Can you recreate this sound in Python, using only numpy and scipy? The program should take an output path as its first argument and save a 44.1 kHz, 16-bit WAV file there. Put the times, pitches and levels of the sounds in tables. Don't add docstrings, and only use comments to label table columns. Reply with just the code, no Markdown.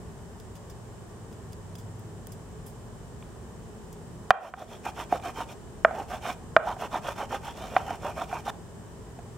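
import sys
import numpy as np
from scipy import signal
from scipy.fft import rfft, irfft, next_fast_len
from scipy.io import wavfile
from scipy.ndimage import uniform_filter1d

SR = 44100
rng = np.random.default_rng(int(sys.argv[2]) if len(sys.argv) > 2 else 0)


def output_pcm(signal):
    pcm = np.clip(np.atleast_2d(signal).T, -1, 1) * 32767
    wavfile.write(sys.argv[1], SR, np.round(pcm).astype(np.int16))


N = 413327
TIME = np.arange(N) / SR

# f/Hz, level/dB, t60/s (time to fade by 60 dB)
DISH = [(204, -12.5, 0.067), (375, -20, 0.034), (572, 0, 0.027), (725, 5.5, 0.025), (808, 2.5, 0.032),
        (939, 2, 0.027)]
FLOOR = [(1080, 1, 0.017), (1228, -1, 0.033), (1390, 3, 0.01), (1594, -7.5, 0.036), (1790, -12.5, 0.036)]
RIM = [(2200, -8, 0.007), (2415, -4, 0.02), (2730, 0.5, 0.004), (3114, -3.5, 0.012), (3230, -1, 0.0073),
       (3580, -4.5, 0.0091)]
# f/Hz, level/dB
CRACK_SPECTRUM = [(800, 4.5), (1800, 10.5), (3200, -0.5), (5200, -12.5), (6500, -34), (10000, -32),
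                  (15500, -38)]
# f/Hz, likeness (1 = the same)
SPICE_LIKENESS = [(700, 0.47), (3500, 0.79), (5000, 0.66), (7500, 0.26), (10000, 0.22), (15000, 0.24)]
# t/s, level/dB, thud f/Hz, clack f/Hz,
# then clack, crack and thump level/dB compared with the thud
KNOCKS = [(4.3059, 7, 750, 1200, 2, -2, -18.5), (4.5385, -26, 736, 1250, 8, -18, -18),
          (5.1250, -9.5, 732, 930, -21, -30, -8.5), (5.8483, -3.5, 654, 1520, 3.5, -32, -23.5),
          (6.5649, 1, 656, 1430, 3, -13, -20), (7.7650, -7.5, 750, 1170, 0, -8.5, -19),
          (9.189, -33.5, 700, 1500, -14, -10.5, -15)]
# t/s, level/dB
BUMPS = [(4.864, -33), (5.1362, -27), (5.406, -31), (5.910, -23), (5.952, -27), (6.254, -23.5),
         (6.673, -21), (6.766, -31.5), (6.956, -17.5), (7.907, -20), (8.328, -19.5), (8.479, -22)]

def knocks(contact_hz=2180, thud_t60=0.032, clack_t60=0.0062, crack_t60=0.023, thump_hz=350):
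    out, t = np.zeros((2, N)), TIME[:SR // 10]
    soften = signal.butter(3, contact_hz, fs=SR, output="sos")
    tap = signal.sosfilt(soften, signal.unit_impulse(len(t)))
    body = from_db(-13) * peak_one(ring(tap, DISH))
    overtones = from_db(-9) * peak_one(ring(tap, FLOOR)) + from_db(-22) * peak_one(ring(tap, RIM))
    thump = peak_one(high_pass(ring(tap, [(thump_hz, 0, 0.014)]), hz=200))
    bumps = [(s, db, 732, 1220, -15, -13.5, -14) for s, db in BUMPS]
    for s, db, thud_hz, clack_hz, clack_db, crack_db, thump_db in list(KNOCKS) + bumps:
        thud = peak_one(high_pass(ring(tap, [(thud_hz, 0, thud_t60)]), hz=566)) + body
        clack = peak_one(high_pass(ring(tap, [(clack_hz, 0, clack_t60)]) + overtones, hz=870))
        crack = peak_one(colour(noise(len(t)), CRACK_SPECTRUM, SPICE_LIKENESS) * fade(t, crack_t60))
        crack += from_db(-16) * peak_one(ring(crack, RIM))
        hit = thud + from_db(clack_db) * clack + from_db(crack_db) * crack + from_db(thump_db) * thump
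        add(out, s, from_db(db) * hit)
    return pan(out, left_db=-2.34)


# f/Hz, level/dB
GRIT_SPECTRUM = [(3000, 1.5), (3800, -8), (4400, -3), (4800, -11), (5300, 2), (6200, -2.5), (7000, -3.5),
                 (8300, -6.5), (9500, -6.5), (10700, -12.5), (12500, -9), (15500, -15)]

def grinding():
    jolts = rubbed(DISH, per_s=900, spread_db=3, wander_db=4.5, low_hz=212)
    pestle = rubbed([(454, 0, 0.0077)], per_s=1200, spread_db=5.5, wander_db=18.5, low_hz=224)
    judder = (jolts + from_db(-8) * pestle) * strokes(per_weight=1, per_bite=0, sharpness=2.46)
    rub = rubbed(FLOOR, per_s=1400, spread_db=4.5, wander_db=0.5, low_hz=800)
    rub *= strokes(per_weight=0.85, per_bite=0.58, sharpness=2.35)
    scrape = rubbed(RIM, per_s=1500, spread_db=3, wander_db=4, low_hz=1510)
    scrape *= strokes(per_weight=0, per_bite=1, sharpness=1.5)
    powder = np.array([grains(per_s=5000, spread_db=1.5) for side in range(2)])
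    grit = colour(powder, GRIT_SPECTRUM, SPICE_LIKENESS) * from_db(2 * drift(200))
    grit *= strokes(per_weight=0, per_bite=0.82, sharpness=1)
    return (from_db(-33.5) * pan(judder, left_db=-2) + from_db(-39.5) * pan(rub, left_db=-3.5)
            + from_db(-47.5) * pan(scrape, left_db=-4.5) + from_db(-47.5) * pan(grit, left_db=1.3))


# t/s at top speed, length/s, weight on the pestle/dB, bite into the spice/dB
STROKES = [(4.459, 0.12, 0.5, -3.5), (4.611, 0.11, -1.5, -8), (4.733, 0.13, -13.5, -8),
           (4.876, 0.088, -1, 2), (5.007, 0.12, -2.5, 1), (5.145, .11, -1, -1), (5.273, 0.12, -1, 0.5),
           (5.401, 0.12, -1.5, .5), (5.512, .08, -13.5, -5), (5.988, 0.18, -0.5, -8.5),
           (6.141, .13, .5, -1.5), (6.284, 0.15, 0.5, 4.5), (6.695, 0.14, 3.5, -3.5), (6.837, .12, 0.5, -1),
           (6.958, 0.11, 3.5, 0.5), (7.088, .14, 0.5, 2), (7.213, .13, 1, 0), (7.342, 0.11, 2, 2),
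           (7.478, 0.13, -5, -1.5), (7.637, 0.26, -7.5, -5), (7.774, 0.2, -4, -4),
           (7.909, 0.17, -3.5, -2.5), (8.075, 0.16, 1, -2), (8.209, .14, 1, -1), (8.353, 0.16, -2.5, -0.5),
           (8.491, 0.096, 0.5, 2.5)]

def strokes(per_weight, per_bite, sharpness, speed_up_share=0.54, lift_s=8.503, lift_fade_s=0.0037):
    power = np.zeros(N)
    for s, length, weight_db, bite_db in STROKES:
        t, rise = TIME[:int(length * SR)], speed_up_share * length
        speed = np.abs(np.sin(np.pi * np.interp(t, [0, rise, length], [0, .5, 1])))
        strength = from_db(per_weight * weight_db + per_bite * bite_db)
        add(power, s - rise, (strength * speed ** sharpness) ** 2)
    touching = np.clip(1 - (TIME - lift_s) / lift_fade_s, 0, 1)
    return np.sqrt(power) * touching


def rubbed(modes, per_s, spread_db, wander_db, low_hz):
    force = grains(per_s, spread_db)
    rings = sum((-1) ** k * ring(force, [mode]) * from_db(wander_db * drift(14))
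                for k, mode in enumerate(modes))
    rings = high_pass(rings, low_hz)
    loudness = np.sqrt(uniform_filter1d(rings ** 2, size=SR // 16) + 1e-12)
    return rings / loudness


# t/s, level/dB, centre f/Hz, t60/s
SNIPS = [(0.399, -40, 4200, .03), (0.554, -41.5, 4560, 0.11), (0.698, -41, 4770, 0.07),
         (1.327, -46, 4500, .04), (1.523, -41, 6000, 0.017), (1.531, -34.5, 4900, 0.019),
         (1.753, -28, 4600, 0.037), (1.783, -41, 6000, 0.13), (1.993, -45, 11000, .04),
         (2.270, -27.5, 12500, 0.012), (2.320, -36.5, 7000, 0.084), (2.663, -40, 10000, 0.17),
         (3.928, -37.5, 6800, 0.036)]
# f/Hz, level/dB, t60/s
BLADE = [(3500, 2.5, 0.012), (4914, -2, 0.033), (13800, -13, .012)]

def knife(edge_db=-7, blade_db=-29):
    out, t = np.zeros((2, N)), TIME[:SR // 10]
    for s, db, hz, t60 in SNIPS:
        splinters = noise(len(t)) * from_db(5.2 * rng.standard_normal(len(t)))
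        spectrum = [(hz / 4, 2 * edge_db), (hz / 2, edge_db), (hz, 0), (hz * 3, edge_db)]
        burst = colour(splinters, spectrum, SPICE_LIKENESS) * fade(t, t60)
        add(out, s, from_db(db + 3.5) * peak_one(burst))
    return out + from_db(blade_db) * ring(out, BLADE)


# t/s, level/dB
CRUMBS = [(3.225, -42), (5.198, -44)]

def crumbs(floor_db=-3):
    out, tap = np.zeros((2, N)), signal.unit_impulse(SR // 10)
    tick = peak_one(ring(tap, RIM)) + from_db(floor_db) * peak_one(ring(tap, FLOOR))
    for s, db in CRUMBS:
        add(out, s, from_db(db) * tick)
    return out


# f/Hz, level/dB
ECHO_SPECTRUM = [(150, -22), (450, 0), (750, -3), (1700, -8), (3300, -7.5), (4200, -14), (7000, -8.5),
                 (15000, -24.5)]
# f/Hz, likeness
ECHO_LIKENESS = [(200, 1), (1200, 0.66), (3000, 0.37), (8000, .1)]

def room_echo(x, t60=0.36, build_s=0.024):
    t = TIME[:SR // 2]
    build_up = 1 - np.exp(-(t / build_s) ** 2)
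    tail = colour(noise(len(t)), ECHO_SPECTRUM, ECHO_LIKENESS) * fade(t, t60) * build_up
    return signal.fftconvolve(x, rms_one(tail) / np.sqrt(len(t)), axes=1)[:, :N]


# f/Hz, level/dB
RUMBLE_SPECTRUM = [(13, -44), (22, -37), (38, -7), (70, -2.5), (113, -7), (173, -6), (206, -8.5),
                   (240, -7.5), (280, -16), (428, -8), (499, -16), (1060, -19.5), (1330, -26.5),
                   (1850, -27), (2200, -39.5), (2860, -59), (4840, -120)]
# f/Hz, likeness
AIR_LIKENESS = [(30, 0.86), (150, 0.64), (450, 0.76), (1000, 0.53), (2000, 0.14), (3500, 0.018),
                (15000, 0.045)]
# f/Hz, level/dB, phase wobble/rad
HUM_TONES = [(99.9, -58.5, 0.43), (119.3, -57.5, 0.6), (166.6, -59.5, 1.52)]
# t/s, rumble change/dB, hum change/dB
SWELLS = [(0, 3, -2), (.5, -.5, 4.5), (2.0, 1, 6.5), (3.3, 1, -2), (4.15, 1.5, 4), (4.4, -2.5, -9),
          (5.4, 1, -6), (8.2, 2, -4.5), (9.0, 0, 4.5)]

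def room_drone(air_db=-44.86, waver_db=3):
    s, rumble_db, hum_db = np.transpose(SWELLS)
    air = from_db(air_db) * colour(noise(N), RUMBLE_SPECTRUM, AIR_LIKENESS)
    bass = signal.sosfiltfilt(signal.butter(2, 260, fs=SR, output="sos"), air)
    rumble = air - bass + bass * from_db(np.interp(TIME, s, rumble_db))
    hum = sum(from_db(db + waver_db * drift(3.6)) * np.sin(2 * np.pi * hz * TIME + wobble * drift(14))
              for hz, db, wobble in HUM_TONES)
    return rumble + np.sqrt(2) * hum * from_db(np.interp(TIME, s, hum_db))


# f/Hz, level/dB
HISS_SPECTRUM = [(1200, -21), (2200, 1), (3200, 1), (4300, -2.5), (5200, 0), (6700, 0.5), (7400, 6),
                 (7850, 4), (8000, -7), (8180, 8.5), (8450, 1), (9400, -1), (10500, -9.5), (13000, -8.5),
                 (15700, -13.5)]

def hiss_and_whine(whine_hz=3020):
    hiss = from_db(-59.5) * colour(noise(N), HISS_SPECTRUM, AIR_LIKENESS)
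    whine = from_db(-78.5) * np.sin(2 * np.pi * whine_hz * TIME + drift(29))
    return hiss + pan(whine, left_db=-18.5)


def ring(force, modes):
    out = 0
    for k, (hz, db, t60) in enumerate(modes):
        r, w = fade(1 / SR, t60), 2 * np.pi * hz / SR
        tone = signal.lfilter([0, np.sin(w)], [1, -2 * r * np.cos(w), r * r], force + 1e-18)
        out = out + (-1) ** k * from_db(db) * tone
    return out


def grains(per_s, spread_db):
    sizes = from_db(spread_db * np.minimum(rng.exponential(1, N), 5)) * rng.choice([-1, 1], N)
    return sizes * (rng.random(N) < per_s / SR)


def colour(pair, spectrum, likeness):
    n = pair.shape[-1]
    size = next_fast_len(n)
    hz = np.fft.rfftfreq(size, 1 / SR)
    mid, side = rfft(pair, size) * from_db(at_hz(spectrum, hz))
    alike = np.clip(at_hz(likeness, hz), -1, 1)
    left_right = np.sqrt(1 + alike) * mid + np.sqrt(1 - alike) * side * [[1], [-1]]
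    return rms_one(irfft(left_right, size)[:, :n])


def at_hz(points, hz):
    f, value = np.transpose(points)
    return np.interp(np.log(hz + 1), np.log(f), value)


def drift(per_s):
    knots = rng.standard_normal(int(N / SR * per_s) + 2)
    return rms_one(np.interp(TIME * per_s, np.arange(len(knots)), knots))


def noise(n):
    return rng.standard_normal((2, n))


def high_pass(x, hz):
    return signal.sosfilt(signal.butter(2, hz, "high", fs=SR, output="sos"), x)


def from_db(db):
    return 10 ** (np.asarray(db) / 20)


def rms_one(x):
    return x / np.sqrt(np.mean(x ** 2) + 1e-20)


def peak_one(x):
    return x / np.max(np.abs(x))


def fade(t, t60):
    return np.exp(-np.log(1000) * t / t60)


def add(out, s, sound):
    i = int(s * SR)
    out[..., i:i + sound.shape[-1]] += sound[..., :N - i]


def pan(x, left_db):
    return x * from_db([[left_db / 2], [-left_db / 2]])


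def scene():
    work = knocks() + grinding() + knife() + crumbs()
    return work + from_db(-24) * room_echo(work) + room_drone() + hiss_and_whine()


def record(dry, release_db_per_s=30, attack_s=0.0019, ahead_s=0.0019, cutoff_hz=15850):
    over_db = np.maximum(20 * np.log10(np.abs(dry).max(axis=0) + 1e-9), 0)
    over_db = np.interp(TIME + ahead_s, TIME, over_db)
    held_db = np.maximum.accumulate(over_db + release_db_per_s * TIME) - release_db_per_s * TIME
    r = np.exp(-1 / (attack_s * SR))
    duck_db = signal.lfilter([1 - r], [1, -r], held_db)
    limited = np.clip(dry * from_db(-duck_db), -1, 1)
    return signal.sosfilt(signal.ellip(10, .1, 70, cutoff_hz, fs=SR, output="sos"), limited)


dry = scene()
out = record(dry)
output_pcm(out)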